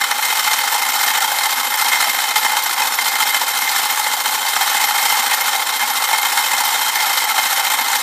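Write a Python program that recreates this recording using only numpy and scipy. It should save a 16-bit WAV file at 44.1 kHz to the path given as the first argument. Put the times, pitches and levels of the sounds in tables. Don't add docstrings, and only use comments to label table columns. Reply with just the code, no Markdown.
import sys
import numpy as np
from scipy import signal
from scipy.fft import rfft, irfft
from scipy.io import wavfile
from scipy.ndimage import uniform_filter1d

SR = 44100
rng = np.random.default_rng(int(sys.argv[2]) if len(sys.argv) > 2 else 0)


def makeup_ratio(level_db):
    decades = np.asarray(level_db, float) / 20
    return 10 ** decades


def unload_wav(signal):
    wavfile.write(
        sys.argv[1],
        SR,
        np.round(np.clip(np.atleast_2d(signal).T, -1, 1) * 32767).astype(np.int16),
    )


N = 353682


def in_time(rows):
    s, *columns = np.transpose(rows)
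    return [np.interp(np.arange(N) / SR, s, c) for c in columns]


def rms_one(x):
    return x / np.sqrt(np.mean(x ** 2) + 1e-20)


def resonate(x, hz, width_hz):
    r = np.exp(-np.pi * abs(width_hz) / SR)
    poles = [1, -2 * r * np.cos(2 * np.pi * hz / SR), r * r]
    return signal.lfilter((1 - r * r) / 2 * np.array([1, 0, -1]), poles, x + 1e-18)


def colour(x, spectrum):
    hz, level_db = np.transpose(spectrum)
    grid_hz = np.arange(1025) * SR / 2048 + 1
    log_hz = np.log([hz[0] / 4, *hz])
    gain_db = np.interp(np.log(grid_hz), log_hz, [level_db[0] - 36, *level_db])
    cepstrum = irfft(np.log(makeup_ratio(gain_db)))
    cepstrum[1:1024] *= 2
    cepstrum[1025:] = 0
    return signal.oaconvolve(x, irfft(np.exp(rfft(cepstrum))))[:N]


def contacts(per_s, spread_db):
    born = rng.random(N) < per_s / SR
    hardness = makeup_ratio(spread_db * np.minimum(rng.exponential(1, N), 3))
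    return rms_one(born * hardness * rng.choice([-1, 1], N))


def bursts(times, level_db, rise_s, fall_s):
    marks = np.zeros(N)
    marks[np.minimum((np.asarray(times) * SR).astype(int), N - 1)] = makeup_ratio(level_db)
    t = np.arange(4000) / SR
    shape = np.exp(-t / fall_s) * (1 - np.exp(-t / rise_s))
    return signal.oaconvolve(marks, shape / shape.max())[:N]


def room(x, count=6):
    t60_s = 0.41
    t = np.arange(SR // 2) / SR
    echoes = rng.standard_normal((count, len(t))) * makeup_ratio(-60 * t / t60_s) * (t > .004)
    path = rng.integers(0, count, N // 512 + 1)
    place = uniform_filter1d(np.repeat(np.eye(count)[:, path], 512, axis=1), size=256)
    return sum(signal.oaconvolve(x * p[:N], e / np.sqrt(np.sum(e ** 2)))[:N] for p, e in zip(place, echoes))


# time_s, pitch_hz
MOTOR_PITCH = [
    (.5, 338),
    (.75, 348.5),
    (1, 353.5),
    (1.5, 354.5),
    (2.5, 355.5),
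    (3.5, 358),
    (4.5, 359),
    (8.02, 359.5),
]


def whine():
    phase = 2 * np.pi * np.cumsum(in_time(MOTOR_PITCH)[0]) / SR
    running = np.clip((np.arange(N) / SR - MOTOR_PITCH[0][0]) / 0.26, 0, 1)
    partials = makeup_ratio(-59) * np.sin(phase) + makeup_ratio(-37) * np.sin(3 * phase)
    return np.sqrt(2) * running * partials


# time_s, lag_turns
DRIVE_LAG = [(0.0, -0.09), (0.75, -0.044), (1.5, -0.0027), (2.1, 0.068), (3.2, 0.037), (4.0, -0.024),
             (5.0, -0.089), (5.5, 0.008), (6.2, -0.031), (7.0, -0.082), (8.0, 0.07)]


def turns():
    shake_hz = 14.17
    return shake_hz * np.arange(N) / SR - in_time(DRIVE_LAG)[0]


# phase_turns, level_db
KICK = [
    (0.036, -19),
    (0.107, -2.5),
    (0.2, -6),
    (0.33, -0.5),
    (0.55, -7.5),
    (0.679, 5.5),
    (0.75, -6.5),
    (0.821, -1.5),
    (0.92, -14.5),
]


def throw(depth):
    return makeup_ratio(depth * np.interp(turns(), *np.transpose(KICK), period=1))


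# pitch_hz, level_db (per Hz)
TABLE_RUMBLE = [(110, -14), (150, -2.5), (212, -10.5), (226, 11), (255, 8.5), (320, 2.5), (385, 0),
                (440, 6.5), (520, 14.5), (600, 7), (700, -16), (800, -7.5)]


def drive():
    rolling = rng.standard_normal(N) * throw(depth=0.71)
    return makeup_ratio(-39.5) * rms_one(colour(rolling, TABLE_RUMBLE))


DIVIDER_PITCH = [11775, 12052, 12217, 12490]
# width_hz, clean_strike_db, stray_tick_db
DIVIDER_MODES = [
    (10.9, -2, -15.5),
    (55, -0.5, -6),
    (26, -10, -20),
    (16, -19, -22),
]
# start_s, peak_db
LONG_STRIKES = [(0.5062, -33), (0.5994, -36), (1.3538, -24), (1.6412, -20), (1.8602, -29), (2.1041, -27),
                (2.6364, -22), (3.6107, -19), (3.9809, -36), (4.3131, -19), (4.6079, -26), (4.7092, -18),
                (4.8494, -19), (5.0898, -18), (5.3294, -22), (5.5952, -27), (5.905, -19), (6.2158, -17),
                (6.5784, -27), (6.795, -22), (7.0618, -18), (7.418, -30), (7.7194, -20), (7.8101, -20)]
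# start_s, peak_db
SHORT_STRIKES = [(0.5861, -17), (0.7213, -16), (0.8265, -15), (0.9537, -15), (1.0405, -17), (1.0844, -15),
                 (1.7574, -13), (1.8223, -15), (2.151, -14), (2.6364, -14), (2.9527, -15), (3.2007, -14),
                 (3.276, -15), (3.9103, -14), (4.188, -25), (4.6084, -24), (4.9482, -16), (5.2684, -18),
                 (5.905, -32), (6.0811, -17), (6.2163, -18), (6.463, -20), (6.5789, -22), (6.8209, -17),
                 (6.9536, -19), (7.3023, -26), (7.7194, -20), (7.8088, -25)]


def divider(ticks):
    out = 0
    for k, (hz, (width_hz, strike_db, stray_db)) in enumerate(zip(DIVIDER_PITCH, DIVIDER_MODES)):
        s, peak_db = np.transpose(SHORT_STRIKES if k else LONG_STRIKES)
        uneven_db = 3.0 * rng.standard_normal(len(s)) * (k > 0)
        strikes = np.zeros(N)
        strikes[(s * SR).astype(int)] = makeup_ratio(peak_db + strike_db + uneven_db)
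        stray = makeup_ratio(stray_db - 29.5) * ticks * makeup_ratio(6.9 * rng.standard_normal(N))
        unit_ring = SR / (2 * np.pi * width_hz)
        out = out + resonate(strikes + stray, hz, width_hz) * unit_ring
    return out


# pitch_hz, level_db (per Hz)
SNAP = [(3000, 2), (4500, 0.5), (6500, -1), (8500, -0.5), (10900, -5), (11900, -7.5), (12500, -11),
        (13150, -10), (13400, 0), (13600, 0.5), (14300, -5), (14900, -8), (15300, 4)]


def glass(ticks, cycles, ring_db, patch_db):
    pitches_hz = np.geomspace(3500, 14500, 32)
    dealt = rng.integers(0, 32, N)
    hard = makeup_ratio(patch_db * rng.standard_normal(N))
    rings = sum(resonate(ticks * hard * (dealt == k), hz, hz / cycles) for k, hz in enumerate(pitches_hz))
    return colour(ticks + makeup_ratio(ring_db) * rings, SNAP)


FRAME_PITCH = [790, 850, 975, 1340, 1470, 1795, 2090, 2140, 2530, 3060, 3190, 3930, 4300, 5435, 6020, 7310,
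               9430, 10630]
# width_hz, level_db
FRAME_MODES = [(72.4, 3), (70, 2), (84, -10), (149, 0), (78, -36), (138, -4.5), (55, 2.5), (69, -1.5),
               (110, -11.5), (74.5, -4.5), (66.4, -6.5), (247, -11.5), (150, -10.5), (100, -8), (120, -45),
               (90, -8), (200, -22), (50, -21)]
# pitch_hz, level_db (per Hz)
CONTACT_THUD = [(640, -24.5), (760, -2.5), (1500, -2.5), (2150, -19), (2330, -17), (2800, -17.5),
                (3420, -19), (3700, -9), (5000, -32.5)]


def frame(force, thud_db, spot_db, cluster_db):
    count = N + 997 * len(FRAME_MODES)
    places = uniform_filter1d(np.repeat(rng.standard_normal(N // 700 + 40), 700), size=200)
    spots = makeup_ratio(spot_db * rng.standard_normal(count) + cluster_db * places[:count])
    modes = 0
    for k, (hz, (width_hz, level_db)) in enumerate(zip(FRAME_PITCH, FRAME_MODES)):
        fed = force * spots[997 * k:][:N]
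        modes = modes + makeup_ratio(level_db) * (-1) ** k * resonate(fed, hz, width_hz)
    sound = modes + makeup_ratio(thud_db) * colour(force, CONTACT_THUD)
    no_bass = signal.butter(2, 640, "high", fs=SR, output="sos")
    return signal.sosfilt(no_bass, sound)


# phase_turns, chance (0-1), peak_db (over the crowd)
WALL_SWEEPS = [
    (0.1, .5, 5),
    (0.338, 0.8, 10),
    (0.632, .95, 8.5),
    (0.899, .5, 6),
]
# start_s, peak_db, brightness_db
PILE_UPS = [(0.013, 1, -37), (0.041, -1, -37), (0.112, 0, -32), (0.184, -4.5, -49), (0.326, -3, -26),
            (0.474, -1, -22), (0.534, 0.5, -27), (0.743, 1, -48), (1.408, -2, -28), (2.005, -4.5, -15),
            (2.044, -2.5, -32), (2.187, -2, -24), (2.359, 1, -16), (2.449, 1.5, -25), (2.568, -2, -23),
            (2.82, 1.5, -36), (2.987, -4, -42), (3.344, -0.5, -27), (4.259, -2.5, -23), (4.565, -1.5, -24),
            (4.61, 1, -24), (5.055, -5, -15), (5.532, -2, -35), (6.132, 4, -36), (6.375, 3, -27),
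            (6.534, -1.5, -33), (6.728, -4.5, -25), (7.175, 1.5, -19), (7.381, 1, -23), (7.787, -3, -41)]


def sweeps(crowd_db):
    phase, chance, over_db = np.transpose(WALL_SWEEPS)
    made = turns()
    whole = int(made[-1])
    luck = rng.random((whole, 4))
    jitter, spread, shine = rng.standard_normal((3, whole, 4))
    due = np.arange(whole)[:, None] + phase + 0.0307 * np.clip(jitter, -2, 2)
    at = np.interp(due, made, np.arange(N)).astype(int)
    peak_db = crowd_db[at] + over_db + 1.5 * np.minimum(spread, 1)
    bright_db = -18.5 + 3 * np.minimum(shine, 1)
    rows = np.stack([at / SR, peak_db, bright_db], axis=-1)[luck < chance]
    apart = np.abs(rows[:, :1] - np.array(PILE_UPS)[:, 0]).min(axis=1) > .012
    return np.vstack([rows[apart & (rows[:, 0] > .01)], PILE_UPS])


# time_s, level_db
LIVELINESS = [(0.0, -21.5), (0.4, -17), (0.58, -19), (1.07, -17.5), (1.65, -19), (1.95, -17), (2.19, -20.5),
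              (2.93, -19), (3.19, -16.5), (3.55, -19.5), (3.82, -17.5), (4.1, -20), (5.0, -17),
              (5.45, -16.5), (5.6, -20), (6.36, -18), (6.77, -18), (8.02, -17.5)]


def beads():
    crowd_db, = in_time(LIVELINESS)
    s, peak_db, bright_db = np.transpose(sweeps(crowd_db))
    low = makeup_ratio(crowd_db + 11.0) * throw(depth=0.37)
    low = low + bursts(s - .003, peak_db - 2.0, rise_s=0.0044, fall_s=0.0045)
    high = makeup_ratio(crowd_db - 5) * throw(depth=0.63)
    high = high + bursts(s - .004, peak_db + bright_db - 2.5, rise_s=0.0076, fall_s=0.013)
    lead = bursts(s + 0.001007, peak_db - 4.5, rise_s=.0001, fall_s=0.000086)
    ticks = high * contacts(per_s=4000, spread_db=4.5)
    force = low * contacts(per_s=2000, spread_db=2.0) + lead
    rattle = frame(force, thud_db=1.0, spot_db=4.5, cluster_db=1.43)
    ticking = glass(ticks + makeup_ratio(-21.5) * force, cycles=72.5, ring_db=16, patch_db=3.0)
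    return rattle + ticking + divider(ticks)


def scene():
    tray = beads()
    return (tray + makeup_ratio(-11) * room(tray) + drive() + whine())[None]


def top_cut(x):
    return signal.sosfilt(signal.butter(12, 15900, fs=SR, output="sos"), x)


def record(dry):
    rounded = 0.89 * np.tanh(dry / 0.85)
    thin = signal.sosfilt(signal.butter(4, 150, "high", fs=SR, output="sos"), rounded)
    limited = np.clip(thin, -.68, .68)
    top_hz = 15310
    edged = signal.sosfilt(signal.cheby2(20, 55, top_hz + 200, fs=SR, output="sos"), limited)
    return top_cut(edged)


dry = scene()
out = record(dry)
unload_wav(out)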